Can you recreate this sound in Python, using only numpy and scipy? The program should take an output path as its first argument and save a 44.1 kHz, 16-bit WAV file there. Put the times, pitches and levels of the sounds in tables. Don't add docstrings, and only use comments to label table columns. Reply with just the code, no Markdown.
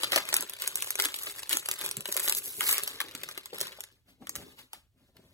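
import sys
import numpy as np
from scipy import signal
from scipy.io import wavfile
from scipy.ndimage import uniform_filter1d

SR = 44100
rng = np.random.default_rng(int(sys.argv[2]) if len(sys.argv) > 2 else 0)


def transcribe(signal):
    frames = np.atleast_2d(signal).T
    limited = np.clip(frames, -1, 1)
    pcm = np.round(limited * 32767).astype(np.int16)
    wavfile.write(sys.argv[1], SR, pcm)


N = 235163
TIME = np.arange(N) / SR
CARDS_FREE_S = 3.95
BAND_EDGE_HZ = 16500
SMALL_FACETS_HZ, WIDE_FACETS_HZ = (6850, 12700), (1090, 5900)


def amp(db):
    return 10 ** (np.asarray(db) / 20)


def unit_rms(x):
    return x / np.sqrt(np.mean(x ** 2) + 1e-20)


def at_frequency(curve, hz):
    curve_hz, values = np.transpose(curve)
    return np.interp(np.log(hz + 1), np.log(curve_hz), values)


def envelope(curve):
    return amp(np.interp(TIME, *np.transpose(curve)))


def add(mix, start_s, sound):
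    part = mix[round(start_s * SR):][:len(sound)]
    part += sound[:len(part)]


def impulse_response(spectrum, size=2048):
    log_gain = np.log(amp(at_frequency(spectrum, abs(np.fft.fftfreq(size, 1 / SR)))))
    impulse = np.fft.ifft(np.exp(np.conj(signal.hilbert(log_gain)))).real[:size // 2]
    return impulse / np.linalg.norm(impulse)


def noise(spectrum):
    return unit_rms(signal.oaconvolve(rng.standard_normal(N), impulse_response(spectrum, 8192))[:N])


def buckle(run_ms, facets_hz, kick=0, ring=.7, facet_q=2, rise=.35, size=700):
    low_hz, high_hz = facets_hz
    facet_hz = low_hz * (high_hz / low_hz) ** rng.random()
    age = np.arange(size) / SR / (run_ms * 1e-3)
    slips = rng.standard_normal(size) * np.exp(-age) * (1 - np.exp(-age / rise))
    slips[np.searchsorted(age, rise)] += kick * np.linalg.norm(slips)
    slips += ring * signal.lfilter(*signal.iirpeak(facet_hz, facet_q, fs=SR), slips)
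    return slips / np.linalg.norm(slips)


def radiate(response, slips):
    sound = signal.fftconvolve(slips, response)
    return sound / np.linalg.norm(sound)


# frequency in Hz, spectral level in dB.
AIR_SPECTRUM = [(20, -4), (55, 5.5), (120, 6.5), (230, -26), (15000, -30.5)]

def room_air(unshared=0.49):
    return noise(AIR_SPECTRUM) + unshared * np.array([noise(AIR_SPECTRUM), noise(AIR_SPECTRUM)])


def hand_moves(rows, swell_db_per_s=632.5, release_db_per_s=273.5):
    power = np.zeros((2, N))
    for start_s, hold_s, *levels_db in rows:
        early_s, late_s = np.maximum(start_s - TIME, 0), np.maximum(TIME - start_s - hold_s, 0)
        drop_db = swell_db_per_s * early_s + release_db_per_s * late_s
        power += [amp(db - drop_db) ** 2 for db in levels_db]
    return np.sqrt(power)


# time in seconds, level in dB.
WRAPPER_PULL = [(0, -45.5), (.55, -50), (1.0, -51.5), (2.0, -53.5), (2.55, -54.5), (3.3, -49.5),
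                (3.5, -60.5), (3.62, -42.5), (3.95, -70), (4.05, -91)]
# start and hold in seconds, bright crackle in dB, sheet level in dB.
FILM_FLEXES = [(.02, 0.013, -36.5, -37), (.137, 0.035, -31, -28.5), (.278, 0.018, -43, -40.5),
               (.341, 0.047, -46, -38), (.61, 0.071, -40, -40.5), (.75, .14, -39, -45.5),
               (.99, 0.085, -36.5, -37.5), (1.143, .16, -38.5, -45.5), (1.374, 0.005, -36.5, -43),
               (1.507, 0.043, -30.5, -34.5), (1.66, 0.099, -43.5, -46), (1.802, 0.048, -36, -39),
               (2.077, 0.095, -38, -48.5), (2.162, 0.13, -43, -42), (2.275, 0.028, -41, -40),
               (2.62, 0.17, -38, -36.5), (2.81, .13, -44.5, -47)]

def film_strain(pull_bright_db=-3):
    pull = envelope(WRAPPER_PULL)
    bright, sheet = hand_moves(FILM_FLEXES)
    return np.hypot(bright, amp(pull_bright_db) * pull), np.hypot(sheet, pull)


# frequency in Hz, spectral level in dB.
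CRACK_SPECTRUM = [(1500, -30), (4000, -11), (7700, -3.5), (8300, 0), (11500, -1.5), (15600, -5),
                  (16200, -18)]
SHEET_SPECTRUM = [(100, -20.5), (260, -15.5), (385, 3.5), (445, -3), (560, 0.5), (740, -7), (950, 0),
                  (2700, 3.5), (4000, 5.5), (5800, -3.5), (8000, -18.5)]

def crackle(bright_gain, sheet_gain, per_s=450, spread_db=5, differ_db=2, run_ms=0.84, film_hiss=.3):
    sizes = amp(spread_db * np.minimum(rng.exponential(1, N), 4))
    sizes *= rng.random(N) < per_s / SR
    sizes /= np.sqrt(abs(uniform_filter1d(sizes ** 2, size=1800)) + per_s / SR)
    wrapped = TIME < CARDS_FREE_S
    grain_gain, hiss_gain = np.where(wrapped, 1, amp(-9)), np.where(wrapped, film_hiss, 1)
    layers = ((CRACK_SPECTRUM, SMALL_FACETS_HZ, amp(-3) * bright_gain, sizes),
              (SHEET_SPECTRUM, WIDE_FACETS_HZ, amp(-1.5) * sheet_gain, np.sqrt(sizes)))
    out = np.zeros(N)
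    for spectrum, facets_hz, gain, layer_sizes in layers:
        strengths = layer_sizes * amp(differ_db * rng.standard_normal(N))
        slips = np.zeros(N)
        for at in np.flatnonzero(sizes):
            add(slips, at / SR, strengths[at] * buckle(run_ms * rng.uniform(0.12, 3.75), facets_hz))
        grains = unit_rms(signal.oaconvolve(slips, impulse_response(spectrum))[:N])
        out += gain * (grain_gain * grains + hiss_gain * noise(spectrum))
    return out


# frequency in Hz, spectral level in dB.
CARDBOARD_SPECTRUM = [(25, -15.5), (60, -4), (130, 1), (450, -5), (720, -11), (3000, -53.5)]

def rubbing(cupped_hz=420, open_hz=250, hollow_q=4.9, lumpy_db=6, gripped_db=-10):
    lumps = unit_rms(uniform_filter1d(rng.standard_normal(N), size=900))
    friction = noise(CARDBOARD_SPECTRUM) * amp(lumpy_db * np.minimum(lumps, 2))
    cupped = signal.lfilter(*signal.iirpeak(cupped_hz, hollow_q, fs=SR), friction)
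    opened = signal.lfilter(*signal.iirpeak(open_hz, hollow_q, fs=SR), friction)
    round_pack = unit_rms(amp(gripped_db) * friction + cupped)
    over_box = unit_rms(friction + opened)
    return np.where(TIME < CARDS_FREE_S, round_pack, over_box)


# start in seconds, crack in dB, pop in dB.
CREASE_SNAPS = [(0.033, -28.5, -25.5), (0.0425, -34, -26.5), (0.1195, -28, -24.5), (0.1306, -34, -24.5),
                (0.1599, -21.5, -22.5), (0.1759, -32, -24), (0.2886, -32, -35.5), (0.3272, -29.5, -27.5),
                (0.341, -19, -30), (0.3657, -20.5, -26.5), (0.408, -28.5, -46.5), (0.4245, -31.5, -39),
                (0.4965, -33.5, -44.5), (0.535, -38.5, -41.5), (0.6204, -29.5, -35.5), (0.6759, -23.5, -36),
                (0.7561, -24.5, -39.5), (0.8228, -27.5, -33), (0.9054, -25.5, -36.5),
                (0.9548, -30.5, -34.5), (0.9913, -32, -32), (0.9989, -25, -23), (1.022, -25, -37.5),
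                (1.039, -32, -30), (1.05, -28.5, -30), (1.055, -25.5, -30), (1.1415, -36, -32),
                (1.268, -63.5, -33), (1.431, -39, -39), (1.4938, -27.5, -41.5), (1.5291, -23.5, -27),
                (1.5703, -23.5, -33), (1.6589, -34, -38.5), (1.6869, -28, -30), (1.7132, -25.5, -33),
                (1.8502, -34, -42), (1.862, -28.5, -35), (1.8897, -36, -40), (1.9121, -30, -38),
                (1.9686, -30.5, -39.5), (2.0069, -35.5, -41), (2.0559, -35.5, -32), (2.1245, -26.5, -41),
                (2.1665, -24, -34.5), (2.174, -28, -32), (2.1963, -28.5, -35), (2.201, -28.5, -49),
                (2.277, -34, -27.5), (2.284, -25, -35), (2.2957, -22, -29.5), (2.312, -38.5, -40),
                (2.3236, -25.5, -29.5), (2.3494, -28.5, -39), (2.6074, -25.5, -28.5), (2.69, -29.5, -25.5),
                (2.7277, -25, -31), (2.7811, -25, -31.5), (2.835, -28.5, -40), (2.876, -29, -35),
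                (3.0031, -30.5, -29), (3.0127, -34, -31.5), (3.15, -37, -37.5), (3.2335, -35.5, -34),
                (3.288, -40.5, -39.5), (3.3117, -45, -42), (3.3761, -37.5, -35), (3.4575, -38.5, -44),
                (3.5837, -40, -42.5), (3.605, -32, -38), (3.6122, -25.5, -35.5), (3.669, -43, -38.5),
                (3.8057, -35.5, -41.5), (3.8381, -41.5, -47), (4.2699, -43.5, -42), (4.2937, -31.5, -41),
                (4.3543, -34.5, -42), (4.3607, -35.5, -42), (4.732, -39, -43.5), (5.167, -61, -55.5)]

def snaps(shortest_ms=.4, longest_ms=2.5, pop_slower=1.5, kick=0.42, rms_samples=255):
    out = np.zeros(N)
    crack, sheet = impulse_response(CRACK_SPECTRUM), impulse_response(SHEET_SPECTRUM)
    for start_s, crack_db, pop_db in CREASE_SNAPS:
        pop_share = amp(pop_db) / (amp(pop_db) + amp(crack_db))
        run_ms = shortest_ms + (longest_ms - shortest_ms) * pop_share
        add(out, start_s, amp(crack_db) * radiate(crack, buckle(run_ms, SMALL_FACETS_HZ, kick)))
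        add(out, start_s, amp(pop_db) * radiate(sheet, buckle(run_ms * pop_slower, WIDE_FACETS_HZ, kick)))
    return out * np.sqrt(rms_samples)


# start in seconds, peak level in dB, pitch in Hz.
SOFT_KNOCKS = [(.122, -33.5, 470), (0.132, -24, 1080), (0.1603, -21, 590), (0.391, -40.5, 260),
               (0.43, -38.5, 350), (1.056, -38, 316), (1.277, -44.5, 367), (1.543, -41, 308),
               (1.972, -36.5, 149), (2.086, -36, 372), (2.156, -35, 415), (2.608, -26, 1190),
               (3.0035, -26, 1360), (3.04, -43.5, 390), (3.146, -42.5, 211.3), (3.5293, -32, 486),
               (3.612, -39.5, 470), (3.786, -42.5, 700), (4.222, -46.5, 684), (4.364, -44, 90),
               (4.425, -43, 140), (4.463, -49, 260), (4.732, -44, 803)]

def knocks(push_t60_s=.055, body_q=1.3):
    out, t = np.zeros(N), np.arange(SR // 10) / SR
    for start_s, peak_db, hz in SOFT_KNOCKS:
        push = rng.standard_normal(len(t)) * np.exp(-np.log(1000) * t / push_t60_s)
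        body = signal.iirpeak(hz, body_q, fs=SR)
        thud = signal.lfilter(*body, signal.lfilter(*body, push))
        add(out, start_s, amp(peak_db) * thud / abs(thud).max())
    return out


# start and hold in seconds, hiss in dB, rub of fingers and stack in dB.
CARD_SLIDES = [(1.8, 1.5, -68, -59), (3.545, .0067, -45.5, -54), (3.61, 0.038, -45, -49.5),
               (4.086, 0.018, -63.5, -61.5), (4.22, .12, -64.5, -55), (4.361, 0.06, -52.5, -50.5),
               (4.463, 0.059, -60, -58.5), (4.589, 0.0061, -51, -64), (4.745, .0043, -54.5, -67.5),
               (4.982, 0.11, -75.5, -68), (5.16, .22, -71, -64.5)]

def card_sliding(bright_db=-1):
    hiss, rub = hand_moves(CARD_SLIDES)
    return amp(bright_db) * hiss, hiss, rub


# time in seconds, level in dB.
SEAM_LEVELS = [(2.21, -50), (2.235, -31.5), (2.34, -47), (2.382, -25.5), (2.402, -57), (2.456, -37.5),
               (2.537, -47), (2.65, -36), (2.69, -26), (2.728, -30), (2.797, -52)]
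# frequency in Hz, spectral level in dB.
SEAM_SPECTRUM = [(1000, -19.5), (3600, -3), (6000, -5), (10500, 4.5), (15500, 1.5), (16200, -20)]

def seam_rip(teeth_hz=241.4, jitter=0.42, uneven_db=4, run_ms=0.97, hiss_gain=0.61):
    teeth, seam = np.zeros(N), impulse_response(SEAM_SPECTRUM)
    start_s, end_s = SEAM_LEVELS[0][0], SEAM_LEVELS[-1][0]
    tooth_s = start_s
    while tooth_s < end_s:
        strength = amp(uneven_db * rng.uniform(-0.76, 1))
        add(teeth, tooth_s, strength * radiate(seam, buckle(run_ms, SMALL_FACETS_HZ)))
        tooth_s += np.exp(jitter * rng.standard_normal()) / teeth_hz
    peeling = (TIME > start_s) & (TIME < end_s)
    hiss = hiss_gain * peeling * noise(SEAM_SPECTRUM)
    return (teeth * np.sqrt(SR / teeth_hz) + hiss) * envelope(SEAM_LEVELS)


def near_scatter(sound, decay_s=0.0075, pose_s=.13, poses=12):
    out, t = np.zeros(N), np.arange(1024) / SR
    for pose in range(poses):
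        paths = rng.standard_normal(len(t)) * np.exp(-t / decay_s) * (t > .001)
        crossfade = np.maximum(1 - abs((TIME / pose_s - pose) % poses - 1), 0)
        out += signal.oaconvolve(sound * np.sqrt(crossfade), paths / np.linalg.norm(paths))[:N]
    return out


# frequency in Hz, time to fall 60 dB in seconds.
ROOM_T60 = [(6000, 0.26), (15000, 0.081)]

def room_tail(sound):
    hz, t, bands = signal.stft(rng.standard_normal(SR // 2), SR, nperseg=256)
    decay = np.exp(-np.log(1000) * t / at_frequency(ROOM_T60, hz)[:, None])
    tail = signal.istft(bands * decay, SR, nperseg=256)[1]
    return signal.oaconvolve(sound, tail / np.linalg.norm(tail))[:N]


# frequency in Hz, lead of the right port in radians.
RIGHT_LEAD = [(200, 0), (1100, -.3), (2500, -2.7), (3900, -3.1), (6000, -.4), (7250, .3), (16000, 12.5)]
# frequency in Hz, rms spread in radians.
LEAD_SPREAD = [(250, .3), (1000, 1.15), (3000, 1.15), (5000, 1.6), (6800, .75), (8600, .45)]
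# frequency in Hz, left minus right in dB.
LEFT_EXCESS = [(150, 0), (400, 3.5), (700, 2.5), (1100, 6), (2500, 3), (6000, 0)]

def microphone_ports(sound, size=256):
    hz, _, bands = signal.stft(np.pad(sound, (0, size)), SR, nperseg=size, nfft=2 * size)
    direction = uniform_filter1d(rng.standard_normal(bands.shape), size=14, axis=0)
    direction = unit_rms(uniform_filter1d(direction, size=9, axis=1))
    mean_lead = np.interp(hz, *np.transpose(RIGHT_LEAD))[:, None]
    lead = mean_lead + at_frequency(LEAD_SPREAD, hz)[:, None] * direction
    half_difference = amp(at_frequency(LEFT_EXCESS, hz) / 2)[:, None] * np.exp(-.5j * lead)
    left_right = np.array([bands * half_difference, bands / half_difference])
    return signal.istft(left_right, SR, nperseg=size, nfft=2 * size)[1][:, :N]


def scene(air_db=-72.5, scatter_db=-8, room_db=-12, rub_db=-42, rub_db_per_db=0.51):
    air = room_air()
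    film_bright, film_sheet = film_strain()
    card_bright, card_sheet, card_rub = card_sliding()
    film_rub = amp(rub_db) * film_sheet ** rub_db_per_db
    direct = np.hypot(film_rub, card_rub) * rubbing() + knocks() + snaps() + seam_rip()
    direct += crackle(np.hypot(film_bright, card_bright), np.hypot(film_sheet, card_sheet))
    reflected = amp(scatter_db) * near_scatter(direct) + amp(room_db) * room_tail(direct)
    return microphone_ports(direct + reflected) + amp(air_db) * air


def record(dry, low_cut_hz=38):
    low_cut = signal.butter(2, low_cut_hz, "high", fs=SR, output="sos")
    high_cut = signal.firwin(255, BAND_EDGE_HZ, window=("kaiser", 9), fs=SR)
    return signal.oaconvolve(signal.sosfilt(low_cut, dry), high_cut[None], "same")


dry = scene()
out = record(dry)
transcribe(out)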